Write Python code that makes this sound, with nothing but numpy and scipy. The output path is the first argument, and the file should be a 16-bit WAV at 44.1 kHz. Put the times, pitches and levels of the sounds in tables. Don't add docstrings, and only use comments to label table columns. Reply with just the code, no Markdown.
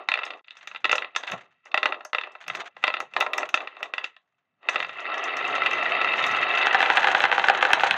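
import sys
import numpy as np
from scipy import signal
from scipy.fft import rfft, irfft, next_fast_len
from scipy.io import wavfile

SR = 44100
rng = np.random.default_rng(int(sys.argv[2]) if len(sys.argv) > 2 else 0)


def transcribe(u):
    v = np.clip(np.atleast_2d(u).T, -1, 1)
    q = np.round(v * 32767).astype(np.int16)
    wavfile.write(sys.argv[1], SR, q)


def elevation(decibels):
    levels = np.asarray(decibels, float)
    return 10 ** (levels / 20)


N = 351477


def rms_one(x):
    return x / np.sqrt(np.mean(x ** 2) + 1e-20)


def at_hz(points, hz):
    points = np.array(points)
    return np.interp(np.log(hz + 1), np.log(points[:, 0]), points[:, 1])


def colour(x, spectrum):
    size = next_fast_len(N)
    gain = elevation(at_hz(spectrum, np.fft.rfftfreq(size, 1 / SR)))
    return irfft(rfft(x, size) * gain, size)[:N]


def band(x, low_hz, high_hz):
    return signal.sosfilt(signal.butter(2, [low_hz, high_hz], "band", fs=SR, output="sos"), x + 1e-18)


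def ring(clicks, hz, t60):
    r = elevation(-60 / (t60 * SR))
    w = 2 * np.pi * hz / SR
    return signal.lfilter([0, np.sin(w)], [1, -2 * r * np.cos(w), r * r], clicks + 1e-18)


def fade(x, t60):
    return signal.lfilter([1], [1, -elevation(-60 / (t60 * SR))], x + 1e-18)


def grains(per_s, spread_db):
    sizes = elevation(spread_db * np.minimum(rng.exponential(1, N), 5)) * rng.choice([-1, 1], N)
    return sizes * (rng.random(N) < per_s / SR)


def wood(x, soft_hz):
    x = signal.sosfilt(signal.butter(5, soft_hz, fs=SR, output="sos"), x)
    return signal.sosfilt(signal.butter(4, 320, "high", fs=SR, output="sos"), x)


def strike(events, modes, pivot_hz, level_db, scatter_db, rattle_s):
    rebound = 0.35
    s, peak_db, dull_db = np.transpose(events)
    luck = rng.standard_normal((len(s), len(modes), 3))
    late = rattle_s * rng.random((len(s), 2))
    out = np.zeros(N)
    for k, (hz, mode_db, t60) in enumerate(modes):
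        tilt_db = dull_db * np.clip(np.log2(pivot_hz / hz), -1, 1.2)
        height = elevation(peak_db + level_db + mode_db + tilt_db + scatter_db * luck[:, k, 0])
        clicks = np.zeros(N + SR)
        np.add.at(clicks, (s * SR).astype(int), height * (-1) ** k)
        for j in range(2):
            rattle_at = ((s + late[:, j]) * SR).astype(int)
            np.add.at(clicks, rattle_at, rebound * height * np.sign(luck[:, k, j + 1]))
        out += ring(clicks[:N], hz, t60)
    return out


def glass(events, body_db, sparkle_db):
    s, peak_db, top_db = np.transpose(events)
    at = (s * SR).astype(int)
    body, top = np.zeros(N), np.zeros(N)
    body[at] = elevation(peak_db + body_db)
    top[at] = elevation(peak_db + top_db + sparkle_db)
    crack = fade(body, 0.03) * rng.standard_normal(N)
    sparkle = fade(top, 0.015) * rng.standard_normal(N)
    crack = band(band(crack, 3600, 9000), 5000, 6590)
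    return crack + band(band(sparkle, 7300, 15500), 8300, 16000)


# frequency in Hz, level in dB.
HUSH = [(18, -44.5), (30, -8.5), (157, -3.5), (227, -5), (280, -2), (328, -9), (1350, -4.5), (16000, -41)]


def room_hush():
    return elevation(-89) * rms_one(colour(rng.standard_normal(N), HUSH))


# frequency in Hz, level in dB, t60 in seconds.
BOARD_MODES = [(200, -56.5, .08), (335, -60.5, 0.049), (450, -29.5, .06), (615.4, -14.5, 0.092),
               (713, -9, 0.02), (936, -6.5, 0.02), (1047, -17, 0.12), (1328, 2.5, 0.022), (1706, -16, 0.09),
               (1921.4, 3.5, 0.015), (2030, 3, 0.012), (2362, -7.5, 0.022), (2650, 4, 0.018),
               (2894, -3.5, 0.011), (3232, -9.5, 0.013), (3707, -5, 0.013), (4250, -22, .02),
               (4690, -25.5, 0.034)]
# frequency in Hz, level in dB, t60 in seconds.
TRAY_MODES = [(500, -19.5, .03), (774.5, -4.5, 0.028), (935, -4.5, .02), (1186, -3, 0.01),
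              (1466, 1.5, 0.011), (1703, -0.5, 0.013), (2013, -5.5, 0.014), (2615, -5.5, .010),
              (3180, -9.5, .008), (3953, -15.5, 0.0069)]
# frequency in Hz, level in dB per Hz.
RUMBLE_SPECTRUM = [(140, -47.5), (240, -18.5), (300, -11), (329, -11), (387, -4), (477, -7.5), (710, 1.5),
                   (974, -7.5), (1200, 0.5), (1560, -23.5), (2640, -120)]
# frequency in Hz, level in dB per Hz.
GRIT_SPECTRUM = [(410, -31.5), (700, -4.5), (766, -10.5), (1630, -4.5), (3490, -14), (5360, -30),
                 (6340, -23), (10100, -54), (15500, -60)]
# from and until, in seconds.
TRAY_FILLS_S = (6.5, 7.12)
# time in seconds, then levels in dB of the ring of the
ROLL_LEVELS = [(0, -40, -41, -85, -78), (0.071, -64, -57, -89.5, -79), (0.2, -39, -46.5, -83.5, -90),
               (0.36, -52.5, -47.5, -78, -90), (0.41, -75, -62, -102, -99), (0.46, -72, -93, -86, -95),
               (0.52, -58, -93, -74, -92), (0.65, -55, -64, -71, -78), (0.8, -73, -85, -69, -75),
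               (0.9, -39, -41, -61, -62), (1.05, -46, -45, -82, -74), (1.13, -58, -66, -93.5, -92),
               (1.2, -52, -50, -58, -88), (1.27, -53, -56, -58, -83), (1.338, -39, -34.5, -50.5, -43),
               (1.4, -54.5, -56, -68, -66), (1.47, -66, -65, -88, -78), (1.63, -77, -93, -96, -89),
               (1.67, -47, -59, -65, -94), (1.72, -87, -56, -97, -85), (1.9, -45, -34.5, -70, -73),
               (2.05, -63, -57, -87, -87), (2.11, -96, -77, -82, -92), (2.25, -47.5, -47, -105, -92),
               (2.42, -63, -71, -74, -94), (2.48, -72, -58, -60, -58), (2.6, -51, -40, -50, -61),
               (2.678, -72, -57, -60, -99), (2.74, -67, -78, -104, -83), (2.78, -66, -78, -71.5, -72),
               (2.9, -42, -52, -68.5, -69), (3.03, -46.5, -39, -77.5, -69), (3.1, -61, -78, -92, -77),
               (3.18, -51, -36, -58, -61), (3.3, -51.5, -41.5, -81, -78), (3.42, -41, -34, -55, -71),
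               (3.52, -62, -54, -71.5, -77), (3.618, -46, -38, -64, -92), (3.72, -52, -60.5, -89, -89),
               (3.85, -50, -43.5, -63, -82), (3.92, -59, -55.5, -90, -83), (4.05, -41, -50, -69, -86),
               (4.13, -62, -86.5, -90, -93), (4.25, -89.5, -85, -99, -97), (4.58, -83, -87, -103, -84),
               (4.659, -47.5, -47.5, -85.5, -94), (4.75, -40.5, -37.5, -58, -63),
               (4.9, -43.5, -55, -68, -65), (5.098, -32, -35, -78, -85), (5.3, -30.5, -36.5, -82, -70),
               (5.501, -27.5, -33, -59, -57.5), (5.75, -26.5, -33, -60, -56.5), (6, -26, -32, -64, -59.5),
               (6.3, -25.5, -32, -53, -49.5), (6.6, -23.5, -32.5, -55.5, -62.5),
               (6.85, -25.5, -33.5, -50, -57.5), (7.1, -28, -30, -47, -58), (7.4, -28, -36, -51.5, -55),
               (7.7, -26.5, -30, -51.5, -60), (7.97, -29, -39.5, -53, -48)]


def rolling():
    s, ring_db, rumble_db, grit_db, thud_db = np.transpose(ROLL_LEVELS)
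    t = np.arange(N) / SR

    jolts = grains(400, spread_db=2.8)
    board = np.zeros(N)
    for hz, db, t60 in BOARD_MODES:
        if hz > 1000:
            contacts = jolts * rng.standard_normal(N) + 0.4 * grains(800, spread_db=3.5)
            board += elevation(db) * ring(contacts, hz, 1.9 * t60)

    tumbling = grains(900, spread_db=3.0)
    tray = np.zeros(N)
    for k, (hz, db, t60) in enumerate(TRAY_MODES):
        tray += elevation(db) * (-1) ** k * ring(tumbling, hz, t60)

    share = np.interp(t, TRAY_FILLS_S, [0, 0.85])
    tone = np.sqrt(1 - share) * rms_one(board) + np.sqrt(share) * rms_one(tray)
    tone = rms_one(wood(tone, 4400))

    rumble = rms_one(colour(grains(1500, spread_db=1.5), RUMBLE_SPECTRUM))

    patches = fade(np.abs(grains(120, spread_db=4.5)) + 0.00027, 0.047)
    grit = colour(patches * rng.standard_normal(N), GRIT_SPECTRUM)
    grit /= np.std(band(grit, 4590, 11000))

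    thud = rms_one(band(band(rng.standard_normal(N), 60, 300), 100, 260))

    layers = [(tone, ring_db), (rumble, rumble_db), (grit, grit_db + 1.5), (thud, thud_db)]
    return sum(elevation(np.interp(t, s, db)) * x for x, db in layers)


# start in seconds, peak in dB,
# dullness in dB per octave down.
KNOCKS = [(0.087, -5.5, -4), (0.1172, -8, -2.5), (0.1392, -8, -6.5), (0.174, -16, 0.5), (0.2185, -24.5, 4),
          (0.2335, -15, -2), (0.2643, -22, -2.5), (0.2763, -25, 3), (0.305, -18.5, -2), (0.4447, -49, -11),
          (0.4822, -36.5, -11), (0.5074, -34, -13.5), (0.5686, -37, -7), (0.61, -37, -6),
          (0.6734, -24, -7.5), (0.714, -27.5, -2), (0.7477, -28, 0), (0.7477, -31, -2), (0.7602, -22, -4.5),
          (0.8441, -7, -2.5), (0.8525, -8, -3), (0.8949, -12.5, -3.5), (0.913, -8, -4.5), (0.9283, -2.5, 1),
          (0.9534, -13, 2), (0.9812, -12, -3.5), (1.0217, -17, -1), (1.0455, -21, -2), (1.1496, -24.5, -5),
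          (1.1619, -8, -3.5), (1.2355, -17, -1), (1.2755, -20.5, -7.5), (1.299, -24, -3), (1.3188, -19, -3),
          (1.6572, -35.5, 5), (1.716, -34, -9), (1.743, -4.5, 2.5), (1.7753, -7, -1.5), (1.8299, -5, -0.5),
          (1.8563, -3, 0.5), (1.8891, -24, -4), (1.923, -14, 2.5), (1.943, -24, 0), (2.0073, -26, 5),
          (2.051, -27.5, 6), (2.1313, -12, 1), (2.1476, -9, 2.5), (2.1839, -11, 1), (2.2119, -19, -1.5),
          (2.236, -19.5, -2.5), (2.2722, -28, 8.5), (2.352, -26.5, 5.5), (2.4404, -36.5, -7),
          (2.4646, -30.5, 3), (2.4812, -19, 1), (2.4995, -14, 1), (2.5351, -34, 0), (2.5497, -17.5, -1.5),
          (2.598, -34, 3), (2.615, -37, -15), (2.766, -28.5, 3.5), (2.8135, -53, -0.5), (2.828, -29, -0.5),
          (2.8392, -3, -0.5), (2.8693, -16, -3), (2.8783, -5, 0), (2.9018, -15, 0.5), (2.9407, -55, 1),
          (2.9398, -9.5, -1), (2.9681, -16.5, -2.5), (3.0033, -15.5, -1), (3.1369, -28, -2),
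          (3.1647, -4.5, 4), (3.2024, -21.5, -1), (3.224, -10, 7), (3.264, -11, 6.5), (3.3337, -12, -2.5),
          (3.3817, -9.5, 3.5), (3.4083, -25.5, -2), (3.4306, -13, 5.5), (3.49, -24.5, -4.5),
          (3.492, -34, -3.5), (3.5418, -2.5, -1.5), (3.6734, -21, -4), (3.7678, -29, 0),
          (3.8058, -30.5, 10.5), (3.8286, -15, -4), (3.937, -14, 0), (3.9807, -12.5, -3),
          (4.0425, -18.5, -11.5),
          (0.1544, -16, -1),
    (0.1894, -16, -1),
    (0.3354, -28, -1),
    (0.393, -42, -1),
    (1.3344, -25, -1),
    (3.2084, -4.5, -1),
    (3.5744, -13, -1),
    (3.6044, -20, -1),
    (3.8571, -29, -1),
          (4.165, -37, -3),
]


def dropped_marbles():
    drops = KNOCKS
    return strike(drops, BOARD_MODES, 1700, level_db=-10, scatter_db=1.5, rattle_s=0.005)


# frequency in Hz, t60 in seconds.
ROOM_DECAY = [(100, 0.083), (700, 0.21), (2500, 0.084), (6500, 0.16), (12000, .06)]


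def room(x):
    t = np.arange(SR // 2) / SR
    tail = np.zeros(len(t))
    for hz in 125 * 2.0 ** np.arange(7):
        octave = band(rng.standard_normal(len(t)), hz / 1.343, hz * 1.098)
        tail += octave * elevation(-60 * t / at_hz(ROOM_DECAY, hz))
    tail *= 1 - np.exp(-t / 0.002104)
    return signal.fftconvolve(x, tail / np.sqrt(np.sum(tail ** 2)))[:N]


# start in seconds, peak in dB, sparkle in dB relative to the click.
CLICKS = [(0.0877, -44.5, -42), (0.137, -47, -28), (0.2516, -34.5, -34), (0.57, -43, -44),
          (0.6729, -38.5, -23), (0.9163, -25, -32), (0.9558, -26.5, -29.5), (1.1537, -53, -43),
          (1.1613, -22.5, -60), (1.3157, -33.5, -22), (1.654, -48, -37), (1.773, -51.5, -52),
          (1.8316, -44, -15), (1.8543, -49, -44.5), (2.0492, -34.5, -18), (2.319, -53, -31),
          (2.4797, -31, -19), (2.5534, -33.5, -25), (2.837, -50.5, -10.5), (3.0015, -33, -17),
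          (3.1369, -50, -23.5), (3.204, -26, -15.5), (3.333, -34, -15.5), (3.3794, -24, -21.5),
          (3.4905, -38, -16.5), (3.543, -27, -35), (3.8292, -37.5, -15), (3.9365, -44.5, -17.5),
          (4.0421, -37, -32), (4.6947, -29, -43)]


def marble_clicks():
    return glass(CLICKS, body_db=5, sparkle_db=7.5)


# start in seconds, peak in dB, dullness in dB per octave down.
RELEASE = [
    (4.6299, -39, -1),
    (4.6867, -11, -1),
    (4.6872, -5, -1),
    (4.7581, -7.5, -1),
    (4.781, -20, -1),
    (4.802, -12, -1),
    (4.8264, -15.5, -1),
    (4.8464, -17.5, -1),
    (4.8933, -20.5, -1),
    (4.9955, -25, -1),
]


def stop_block():
    return strike(RELEASE, BOARD_MODES, 1700, level_db=-10, scatter_db=1.5, rattle_s=0.005)


# start in seconds, peak in dB, sparkle in dB relative to the click.
JOSTLES = [(5.0032, -48, -41), (5.1409, -49, -17), (5.1798, -44.5, -30), (5.2387, -37.5, -22),
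           (5.3679, -39, -20), (5.4487, -57, -12), (5.4771, -41, -35), (5.5365, -63, -15),
           (5.5535, -43.5, -38), (5.6443, -64, -26), (5.7091, -43, -22), (5.7316, -41.5, -21),
           (5.8323, -47, -28), (5.8917, -46, -30.5), (6.0438, -49, -33), (6.1301, -55, -26),
           (6.1726, -44, -29), (6.2653, -36, -14.5), (6.3137, -43.5, -13), (6.3931, -68, -21),
           (6.4105, -53.5, -26), (6.5836, -42, -17.5), (6.6609, -49, -19), (6.6609, -42.5, -21),
           (6.7293, -56.5, -8), (6.7448, -45, -10), (6.7896, -47, -16.5), (6.8151, -40, -20),
           (6.9129, -52, -24.5), (6.9692, -48, -8), (7.0301, -50, -6), (7.1768, -47, -21),
           (7.1987, -40.5, -15), (7.317, -51, -18.5), (7.3788, -50, -22), (7.4422, -42, -26),
           (7.6507, -56, -20), (7.731, -32.5, -13.5), (7.8208, -49.5, -8), (7.9091, -45.5, -14.5)]


def jostling_rows():
    return glass(JOSTLES, body_db=11.5, sparkle_db=8.5)


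# start in seconds, peak in dB, dullness in dB per octave down.
BUMPS = [(5.1445, -24.5, -1), (5.1724, -31, -1), (5.369, -14.5, -1), (5.5609, -11, -0.92),
         (5.603, -41, -1.16), (5.6349, -12, -1.1), (5.6613, -1, -1), (5.7626, -18, -1), (5.827, -11, -1),
         (5.9655, -22, -1), (6.014, -5.5, -1), (6.043, -17.5, -1), (6.1375, -9.5, -0.75), (6.1796, -14, -1),
         (6.2018, -14.5, -1), (6.24, -3, -0.88), (6.3478, -15, -1), (6.369, -12, -1.1), (6.4288, -10, -1),
         (6.4835, -18, -1.2), (6.5269, -22, -1), (6.5747, -5.5, -1.3), (6.6145, -8, -1),
         (6.6271, -3.5, -1.3)]


def groove_bumps():
    return strike(BUMPS, BOARD_MODES, 1900, level_db=-13.5, scatter_db=2.0, rattle_s=0.0062)


# start in seconds, peak in dB, dullness in dB per octave down.
FALLS = [(6.669, -2, -6.5), (6.7454, 0, -3), (6.7505, -5, 1), (6.8045, -2.5, -2.5), (6.8172, -11, -10),
         (6.8274, 0, -3), (6.8603, -7, -6), (6.9007, 0.5, -2), (6.9116, -9, -3), (6.971, 1.5, -5),
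         (6.9778, -2.5, -2.5), (7.0299, -8.5, -4), (7.0434, -0.5, -2.5), (7.0708, -2.5, -4),
         (7.0846, -5, -3), (7.1137, -22, -3), (7.1484, 1.5, -2), (7.1702, -11, -6), (7.204, -5, -8.5),
         (7.2389, 2, -3.5), (7.2529, -0.5, -3), (7.3151, -1, -2), (7.3259, -0.5, 0.5), (7.3796, -3, 0),
         (7.3956, -5, -4.5), (7.4405, -2.5, -4), (7.4844, 1.5, -3), (7.4983, 3, 0), (7.5482, -11, -9),
         (7.6102, -9.5, -6), (7.6261, 2.5, -0.5), (7.651, 0, -2.5), (7.7044, -9, -4), (7.7323, 5, -6),
         (7.7966, -12, -8.5), (7.8344, 2, 0.5), (7.9095, -2.5, -9.5), (7.9407, -9.5, -3)]


def tray_falls():
    return strike(FALLS, TRAY_MODES, 1600, level_db=-7.5, scatter_db=1.0, rattle_s=0.0036)


def scene():
    board = dropped_marbles() + stop_block() + groove_bumps()
    blows = wood(board, 6600) + wood(tray_falls(), 7100)
    clicks = marble_clicks() + jostling_rows()
    tails = room(elevation(-12.5) * blows + elevation(-9) * clicks)
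    return (blows + clicks + tails + rolling() + room_hush())[None]


def top_cut(x):
    return signal.sosfilt(signal.butter(12, 16490, fs=SR, output="sos"), x)


# from and until, in seconds.
MUTE_S = (.413, .441)


def record(dry):
    t = np.arange(N) / SR
    gate = np.where((t > MUTE_S[0]) & (t < MUTE_S[1]), elevation(-26), 1)
    rounded = 0.8 * np.tanh(dry * gate / 0.8)
    mix = signal.sosfilt(signal.butter(2, 95, "high", fs=SR, output="sos"), rounded)
    return top_cut(mix)


dry = scene()
out = record(dry)
transcribe(out)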